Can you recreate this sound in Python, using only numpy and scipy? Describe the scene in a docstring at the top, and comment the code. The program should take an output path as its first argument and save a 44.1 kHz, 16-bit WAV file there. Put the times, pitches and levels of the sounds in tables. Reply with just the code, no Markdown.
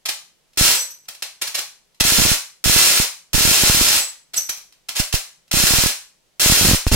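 """In a small, hard-walled room a homemade high-voltage supply arcs across a gap, close to a camera.
Short spits of uneven sparks alternate with long roaring arcs of thousands of sparks a second.
Now and then the sparks lock to the supply's oscillator and whistle; faint ticks and low tones join in.
Strong discharges couple into the microphone amplifier, which answers with dull pops.
Each spark is a click that rings the rig, then reaches two close-set microphones through the room."""
import sys
import numpy as np
from scipy import signal
from scipy.fft import rfft, irfft
from scipy.io import wavfile
from scipy.ndimage import uniform_filter1d

SR = 44100
rng = np.random.default_rng(int(sys.argv[2]) if len(sys.argv) > 2 else 0)


def wav_record(signal):
    """Record a signal, one row per channel, as 16-bit PCM in the file named by sys.argv[1]."""
    frames = np.transpose(np.atleast_2d(signal))
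    bounded = np.clip(frames, -1, 1)
    # unit amplitude maps onto the largest positive 16-bit level
    quanta = np.round(bounded * 32767).astype(np.int16)
    wavfile.write(sys.argv[1], SR, quanta)


N = 306495
TIME = np.arange(N) / SR

# Long arcs across the gap. Each row: start in seconds, end in seconds, relative level in dB,
# swell time in seconds, fade time in seconds.
ARCS = [(0.574, 0.761, -14, 0.0027, 0.077), (2.04, 2.344, -15.5, 0.0016, 0.023),
        (2.641, 3.03, -12.5, 0.075, 0.21), (3.332, 3.999, -15, 0.0064, 0.038),
        (5.53, 5.896, -15, .03, 0.16), (6.397, 6.755, -14.5, 0.0022, 0.066)]
# sparks a second at the median wait, in the thinnest and the densest spits
THIN_PER_S, DENSE_PER_S = 800, 2200
# delay in samples that leaves room for the casing's smear ahead of the direct sound
LEAD = 32


def amp(db):
    """Decibels to gain."""
    return 10 ** (np.asarray(db) / 20)


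def evened(x):
    """Scales to rms 1."""
    return x / np.sqrt(np.mean(x ** 2) + 1e-20)


def read(points, hz):
    """Reads a table on a log-frequency axis."""
    f, value = np.transpose(points)
    return np.interp(np.log(hz + 1), np.log(f + 1), value)


def add(mix, s, sound):
    """Mixes a sound in at time s."""
    part = mix[..., max(round(s * SR), 0):][..., :sound.shape[-1]]
    part += sound[..., :part.shape[-1]]


def floor(level_db=-64):
    """Faint steady room noise and amplifier hiss, partly shared by the two microphones."""
    # Colour of the quiet room and the hiss. Each row: frequency in Hz, relative level in dB per Hz.
    quiet_colour = [(10, -26), (26, -4.5), (50, -15), (95, -21), (150, -10), (260, -18.5), (500, -15.5),
                    (1400, -23.5), (3000, -21), (6000, -22.5), (12000, -29.5), (16000, -35.5)]
    gain = amp(read(quiet_colour, np.fft.rfftfreq(N, 1 / SR)))
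    noise = irfft(rfft(rng.standard_normal((3, N))) * gain, N)
    own, shared = noise[:2], noise[2]
    return amp(level_db) * evened(own + 0.5 * shared)


def sparks(length, rate, jitter, spread_db):
    """The gap charges and breaks down again at uneven intervals; a longer wait gives a stronger spark."""
    count = 6000
    wait, luck = rng.standard_normal((count, 2)).T
    wait = np.exp(jitter * wait)  # median 1, so rate is the inverse of the median wait
    at = np.round((np.cumsum(wait) - wait[0]) / rate * SR).astype(int)  # the first spark is at once
    strength = np.sqrt(wait) * amp(spread_db * luck)
    n = max(round(length * SR), 2)
    inside = at < n
    return np.bincount(at[inside], strength[inside], n)


def spits(first_db=-12):
    """Each spit swells as its sparks stretch, then breaks off; the brighter it is, the faster it sparks."""
    # Short spits. Each row: start in seconds, length in seconds, relative level in dB,
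    # share of dense bright sparks from 0 to 1.
    bursts = [(.054, .008, -21.5, 0.1), (0.084, 0.0097, -19, .4), (1.083, 0.0049, -27.5, 0.82),
              (1.147, 0.0069, -41, .4), (1.223, 0.0057, -21.5, 0.18), (1.414, 0.0086, -18.5, 0.53),
              (1.467, 0.012, -26, 0.62), (1.544, .014, -21, 0.29), (1.574, .02, -24, .7),
              (2.0007, .0086, -10.5, 0.36), (4.335, 0.0093, -26.5, 0.48), (4.354, .024, -30, 0.86),
              (4.489, 0.0086, -22.5, 0.89), (4.572, 0.0054, -37, 0.87), (4.723, .003, -46.5, 0.13),
              (4.886, 0.0073, -23, 0.57), (4.952, .017, -22.5, .5), (4.972, 0.033, -20.5, 1),
              (5.1256, 0.0033, -16.5, 0.54), (5.131, 0.024, -20.5, 0.98), (5.512, 0.0038, -15.5, 0.47),
              (6.869, 0.012, -23, 0.75), (6.913, 0.012, -18.5, 0.87), (6.925, 0.02, -18, 0.97)]
    thin, dense = np.zeros((2, N))
    for start, length, db, share in bursts:
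        share = np.clip(share, 0, 1)
        rate = THIN_PER_S * (DENSE_PER_S / THIN_PER_S) ** share
        train = sparks(length, rate, jitter=.55, spread_db=2)
        swell = amp(np.linspace(first_db, 0, len(train)))
        train = amp(db) * evened(train * swell)
        add(thin, start, (1 - share) * train)
        add(dense, start, share * train)
    return thin, dense


def crack(clicks, colour, size=4096):
    """Turns each click into a sharp causal crack of unit energy that rings the nearby resonances."""
    # Resonances and dips of the rig and its surroundings. Each row: frequency in Hz, width in Hz,
    # lift in dB.
    body = [(573, 150, 3), (1755, 65, -3), (2576, 210, 2), (3030, 50, 1.5), (3460, 210, -1),
            (4194, 110, 6.5), (4270, 60, -1.5), (5040, 130, 3.5), (5610, 76, 4), (6000, 42, 8),
            (6750, 77, -9)]
    hz = abs(np.fft.fftfreq(size, 1 / SR))
    db = read(colour, hz)
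    for f, width, lift in body:
        db = db + lift / (1 + (2 * (hz - f) / width) ** 2)
    # minimum phase puts the energy right after the click
    spectrum = np.exp(np.conj(signal.hilbert(np.log(amp(db)))))
    shape = np.fft.ifft(spectrum).real[:size // 2]
    return signal.oaconvolve(clicks, shape / np.linalg.norm(shape))[:N]


def casing(scatter=0.65, scatter_s=0.00038, above_hz=3100, size=512):
    """Treble scatters off the camera body and reaches each microphone smeared in its own way."""
    response = scatter * rng.standard_normal((2, size)) * np.exp(-TIME[:size] / scatter_s)
    highpass = signal.butter(4, above_hz, "high", fs=SR, output="sos")
    response = signal.sosfilt(highpass, response)
    response[:, 0] += 1
    z = rfft(np.roll(response, LEAD, axis=1))
    return irfft(z / (abs(z) + 1e-9))  # the smear leaves the colour as it is


def room(x, tail_db, direct_db=-4, gap_s=0.0013, low_hz=45):
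    """One path to the camera: direct sound, near reflections and a diffuse tail that differs by microphone."""
    # Decay of the room. Each row: frequency in Hz, time to fall 60 dB in seconds.
    decay = [(150, 0.08), (400, 0.19), (1000, 0.37), (2800, 0.34), (7000, 0.36), (11000, 0.33),
             (16000, 0.26)]
    # Likeness of the tail at the two close-set microphones. Each row: frequency in Hz,
    # likeness from 0 to 1.
    likeness = [(100, 1), (900, 0.83), (1900, 0.8), (2700, 0.4), (4000, 0.03)]
    # Near reflections. Each row: delay in seconds, left gain, right gain, both relative to the direct sound.
    reflections = [(.000408, 0.064, 0.18), (.000726, 0.061, 0.3), (.00113, 0.05, 0.12),
                   (.00229, 0.055, 0.75), (.0029, .25, 1), (.00846, 0.22, 0.56)]
    # scattered taps of random sign, faded at each frequency by the room's decay
    count, step = 1500, 14
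    taps = np.zeros((2, count * step))
    at = np.arange(count) * step + rng.integers(0, step, (2, count))
    np.put_along_axis(taps, at, rng.choice([-1., 1.], at.shape), 1)
    hz, t, z = signal.stft(taps, SR, nperseg=256)
    z = z * amp(-60 * t / read(decay, hz)[:, None])
    alike = np.clip(read(likeness, hz), 0, 1)[:, None]
    z[1] = alike * z[0] + np.sqrt(1 - alike ** 2) * z[1]
    tail = signal.istft(z, SR)[1]
    tail = tail * (1 - np.exp(-(TIME[:tail.shape[1]] / gap_s) ** 2))  # the tail builds up late
    response = amp(tail_db) * tail / np.linalg.norm(tail, axis=1, keepdims=True)
    response[:, 0] += amp(direct_db)
    for delay, *sides in reflections:
        add(response, delay, amp(direct_db) * np.array(sides)[:, None])
    response = signal.fftconvolve(response, casing(), axes=1)
    # a spark radiates no steady pressure
    highpass = signal.butter(2, low_hz, "high", fs=SR, output="sos")
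    response = signal.sosfilt(highpass, response)
    return signal.fftconvolve(x[None], response, axes=1)[:, LEAD:N + LEAD]


def ticks(length_s=.004, level_db=-52.5):
    """A few feeble sparks that fail to bridge the gap."""
    # Faint ticks, where the gap nearly breaks down. Each entry: start in seconds.
    starts = [.533, .557, 1.054, 1.946, 5.479]
    out = np.zeros(N)
    for start in starts:
        train = sparks(length_s, THIN_PER_S, jitter=.55, spread_db=2)
        add(out, start, amp(level_db) * evened(train))
    return out


def arc_level(t, length, db, swell_s, fade_s, swell_db=-4, sag_db=-5.5, out_db_per_s=-600):
    """Level in dB of an arc t seconds after its strike: it starts weak, holds, sags as it stretches, goes out."""
    swell = swell_db * np.exp(-t / swell_s)
    sag = sag_db * np.clip(1 - (length - t) / fade_s, 0, 1)
    return db + swell + sag + out_db_per_s * np.maximum(t - length, 0)


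def arcs(rate=2400, strike_db=24, flutter_db=0.93, flutter_s=.008):
    """A first hard strike, then thousands of sparks a second whose strength flutters."""
    out = np.zeros(N)
    for start, end, *shape in ARCS:
        train = sparks(end - start + .06, rate, jitter=.6, spread_db=3)  # runs on while the arc goes out
        noise = rng.standard_normal(SR)
        flutter = evened(uniform_filter1d(noise, max(int(flutter_s * SR), 1)))[:len(train)]
        train = evened(train * amp(flutter_db * flutter))
        train[0] = amp(strike_db)
        level = arc_level(TIME[:len(train)], end - start, *shape)
        add(out, start, train * amp(level))
    return out


def pop(hold_s, left, release_s=0.0013):
    """A discharge throws the amplifier to one side; it sticks, then lets go."""
    late = np.maximum(TIME[:SR // 20] - hold_s, 0)
    sides = np.array([[np.clip(left, 0, 1)], [1]])
    return -sides * np.exp(-(late / release_s) ** 2)


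def pops(full_height=.57, coupling_hz=14, lesser_hold_s=.0007, small_per_s=150, small_db=-19, left_db=-7):
    """Full pops, spells of lesser ones and small kicks, all overshooting through the coupling capacitor."""
    # Full pops. Each row: start in seconds, time spent saturated in seconds,
    # share that reaches the left from 0 to 1.
    full = [(0.611, .0016, 0.54), (2.01, 0.00044, 0.09), (2.1846, .0005, 0), (2.189, 0.0012, 0.02),
            (2.219, 0.00036, 0), (2.2524, 0.00028, .05), (2.3163, 0.0016, 0), (2.6594, 0.0015, 0),
            (2.6974, 0.00048, 0), (3, .0006, 0.25), (3.3441, 0.0036, 0), (3.636, .0004, 0.48),
            (3.6983, .0014, 0.6), (3.8123, .0005, 0.3), (4.9998, 0.0012, 0.08), (5.1407, 0.0029, 0),
            (5.539, 0.00097, 0), (5.6385, 0.0012, 0), (5.7373, 0.00075, 0), (5.7857, 0.002, 0),
            (5.8379, .0002, 0), (5.8609, .0008, 0.01), (6.461, 0.00026, 0.52), (6.4988, 0.0013, 0.43),
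            (6.5221, .0013, .8), (6.6522, 0.00037, .75), (6.6865, 0.0014, 0.66), (6.7125, 0.00034, 1),
            (6.7349, 0.0015, 1), (6.8674, 0.0043, 0.8), (6.9194, 0.0043, .8), (6.9361, 0.0046, 0),
            (6.9457, .0046, 1)]
    # Spells of lesser pops at random moments. Each row: start in seconds, end in seconds,
    # pops a second at the median wait, typical height, share that reaches the left from 0 to 1.
    spells = [(2.051, 2.34, 17, 0.29, 0.22), (2.676, 2.78, 29, 0.4, 0), (3.351, 3.52, 39.6, 0.37, 0.01),
              (3.748, 3.83, 38, 0.33, 0.2), (5.545, 5.8, 28, 0.34, 0.01), (6.612, 6.755, 70, 0.43, 0.33),
              (6.916, 6.944, 130, 0.41, 0.25)]
    out = np.zeros((2, N))
    for s, hold_s, left in full:
        add(out, s, full_height * pop(hold_s, left))
    for start, end, rate, height, left in spells:
        train = sparks(end - start, rate, jitter=.4, spread_db=2)
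        lesser = signal.fftconvolve(train[None], pop(lesser_hold_s, left), axes=1)
        add(out, start, height * lesser)
    # weaker kicks come at random from an arc's strike until halfway through its fade, mostly on the right
    burning = sum((TIME > start) & (TIME < end - fade_s / 2) for start, end, _, _, fade_s in ARCS)
    struck = rng.random((2, N)) < small_per_s / SR
    kicks = burning * struck * rng.uniform(.3, 1, (2, N))
    recovery = np.exp(-TIME[:SR // 20] / 0.001)
    kicks = signal.oaconvolve(kicks, recovery[None])[:, :N]
    out -= amp(small_db) * amp([[left_db], [0]]) * kicks
    highpass = signal.butter(2, coupling_hz, "high", fs=SR, output="sos")
    return signal.sosfilt(highpass, out)


def hums(waver=0.023):
    """A soft, wavering low tone that swells and fades as the two whistling arcs die."""
    # Faint low tones. Each row: start in seconds, end in seconds, relative level in dB, pitch in Hz.
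    tones = [(.72, .88, -48.5, 541), (3.92, 4.084, -49, 542)]
    out = np.zeros(N)
    for start, end, db, hz in tones:
        n = max(round((end - start) * SR), 2)
        drift = evened(uniform_filter1d(rng.standard_normal(SR), size=300))[:n]
        tone = np.sin(2 * np.pi * np.cumsum(hz * (1 + waver * drift)) / SR)
        add(out, start, amp(db) * evened(tone * np.hanning(n)))
    return out


def whistles(oscillator_hz=23850, octave_db=-6):
    """Sparks on every third or fourth cycle give an unsteady tone; the lower one has an audible octave."""
    # Whistles, where the sparks lock to the supply's oscillator. Each row: start in seconds,
    # end in seconds, relative level in dB, oscillator cycles per spark, rms pitch waver as a share.
    locked = [(.73, .87, -32, 3, .01), (.76, .845, -28, 4, .009), (.895, .93, -37, 4, .006),
              (3.98, 4.075, -30.5, 3, .008), (4.361, 4.379, -22, 3, .024), (4.366, 4.395, -17.5, 4, .04),
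              (4.491, 4.505, -22, 4, .04)]
    out = np.zeros(N)
    for start, end, db, cycles, waver in locked:
        n = max(round((end - start) * SR), 2)
        hz = oscillator_hz / max(round(cycles), 2)
        noise = rng.standard_normal((2, SR // 4))
        drift, flicker = evened(uniform_filter1d(noise, size=45))[:, :n]
        phase = 2 * np.pi * np.cumsum(hz * (1 + waver * drift)) / SR
        octave = (cycles > 3.5) * amp(octave_db) * np.sin(2 * phase)
        tone = np.sin(phase) + octave
        envelope = (1 + .5 * flicker) * signal.windows.tukey(n, .5)
        add(out, start, amp(db) * evened(tone * envelope))
    return out


def scene(spit_db=2, arc_db=0, pop_db=0, left_db=1.4, count=3):
    """The spark channel jumps about, so each spark takes one of a few paths; pops arise in the camera, dry."""
    # Colours of dense and of sparse sparks. Each row: frequency in Hz, relative level in dB per Hz.
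    dense_colour = [(30, -23.5), (120, -16), (300, -10), (700, -10), (1200, -9.5), (1900, -6.5), (2800, -4),
                    (4500, -3), (7300, -3), (10000, -6.5), (13000, -9), (16000, -11.5)]
    sparse_colour = [(30, -33), (130, -27.5), (370, -14), (700, -3.5), (1240, -7.5), (1800, -2.5),
                     (2600, 1.5), (4300, 2.5), (8000, -2.5), (12800, -7), (16000, -18)]
    thin, dense = amp(spit_db) * np.array(spits())
    thin = thin + ticks()
    dense = dense + amp(arc_db) * arcs()
    path = rng.integers(0, count, N)
    air = np.zeros((2, N))
    for k in range(count):
        cracks = crack(thin * (path == k), sparse_colour) + crack(dense * (path == k), dense_colour)
        air = air + room(cracks, tail_db=-2.0)
    air = air + room(whistles() + hums(), tail_db=-5)
    return air * amp([[left_db], [0]]) + amp(pop_db) * pops() + floor()


def record(dry, limit=.88, edge_hz=15900):
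    """The amplifier rounds off the tallest peaks; then the band limit."""
    rounded = dry / (1 + (dry / limit) ** 4) ** .25
    band = signal.firwin(511, edge_hz, window=("kaiser", 9), fs=SR)
    return signal.oaconvolve(rounded, band[None], "same")


dry = scene()
out = record(dry)
wav_record(out)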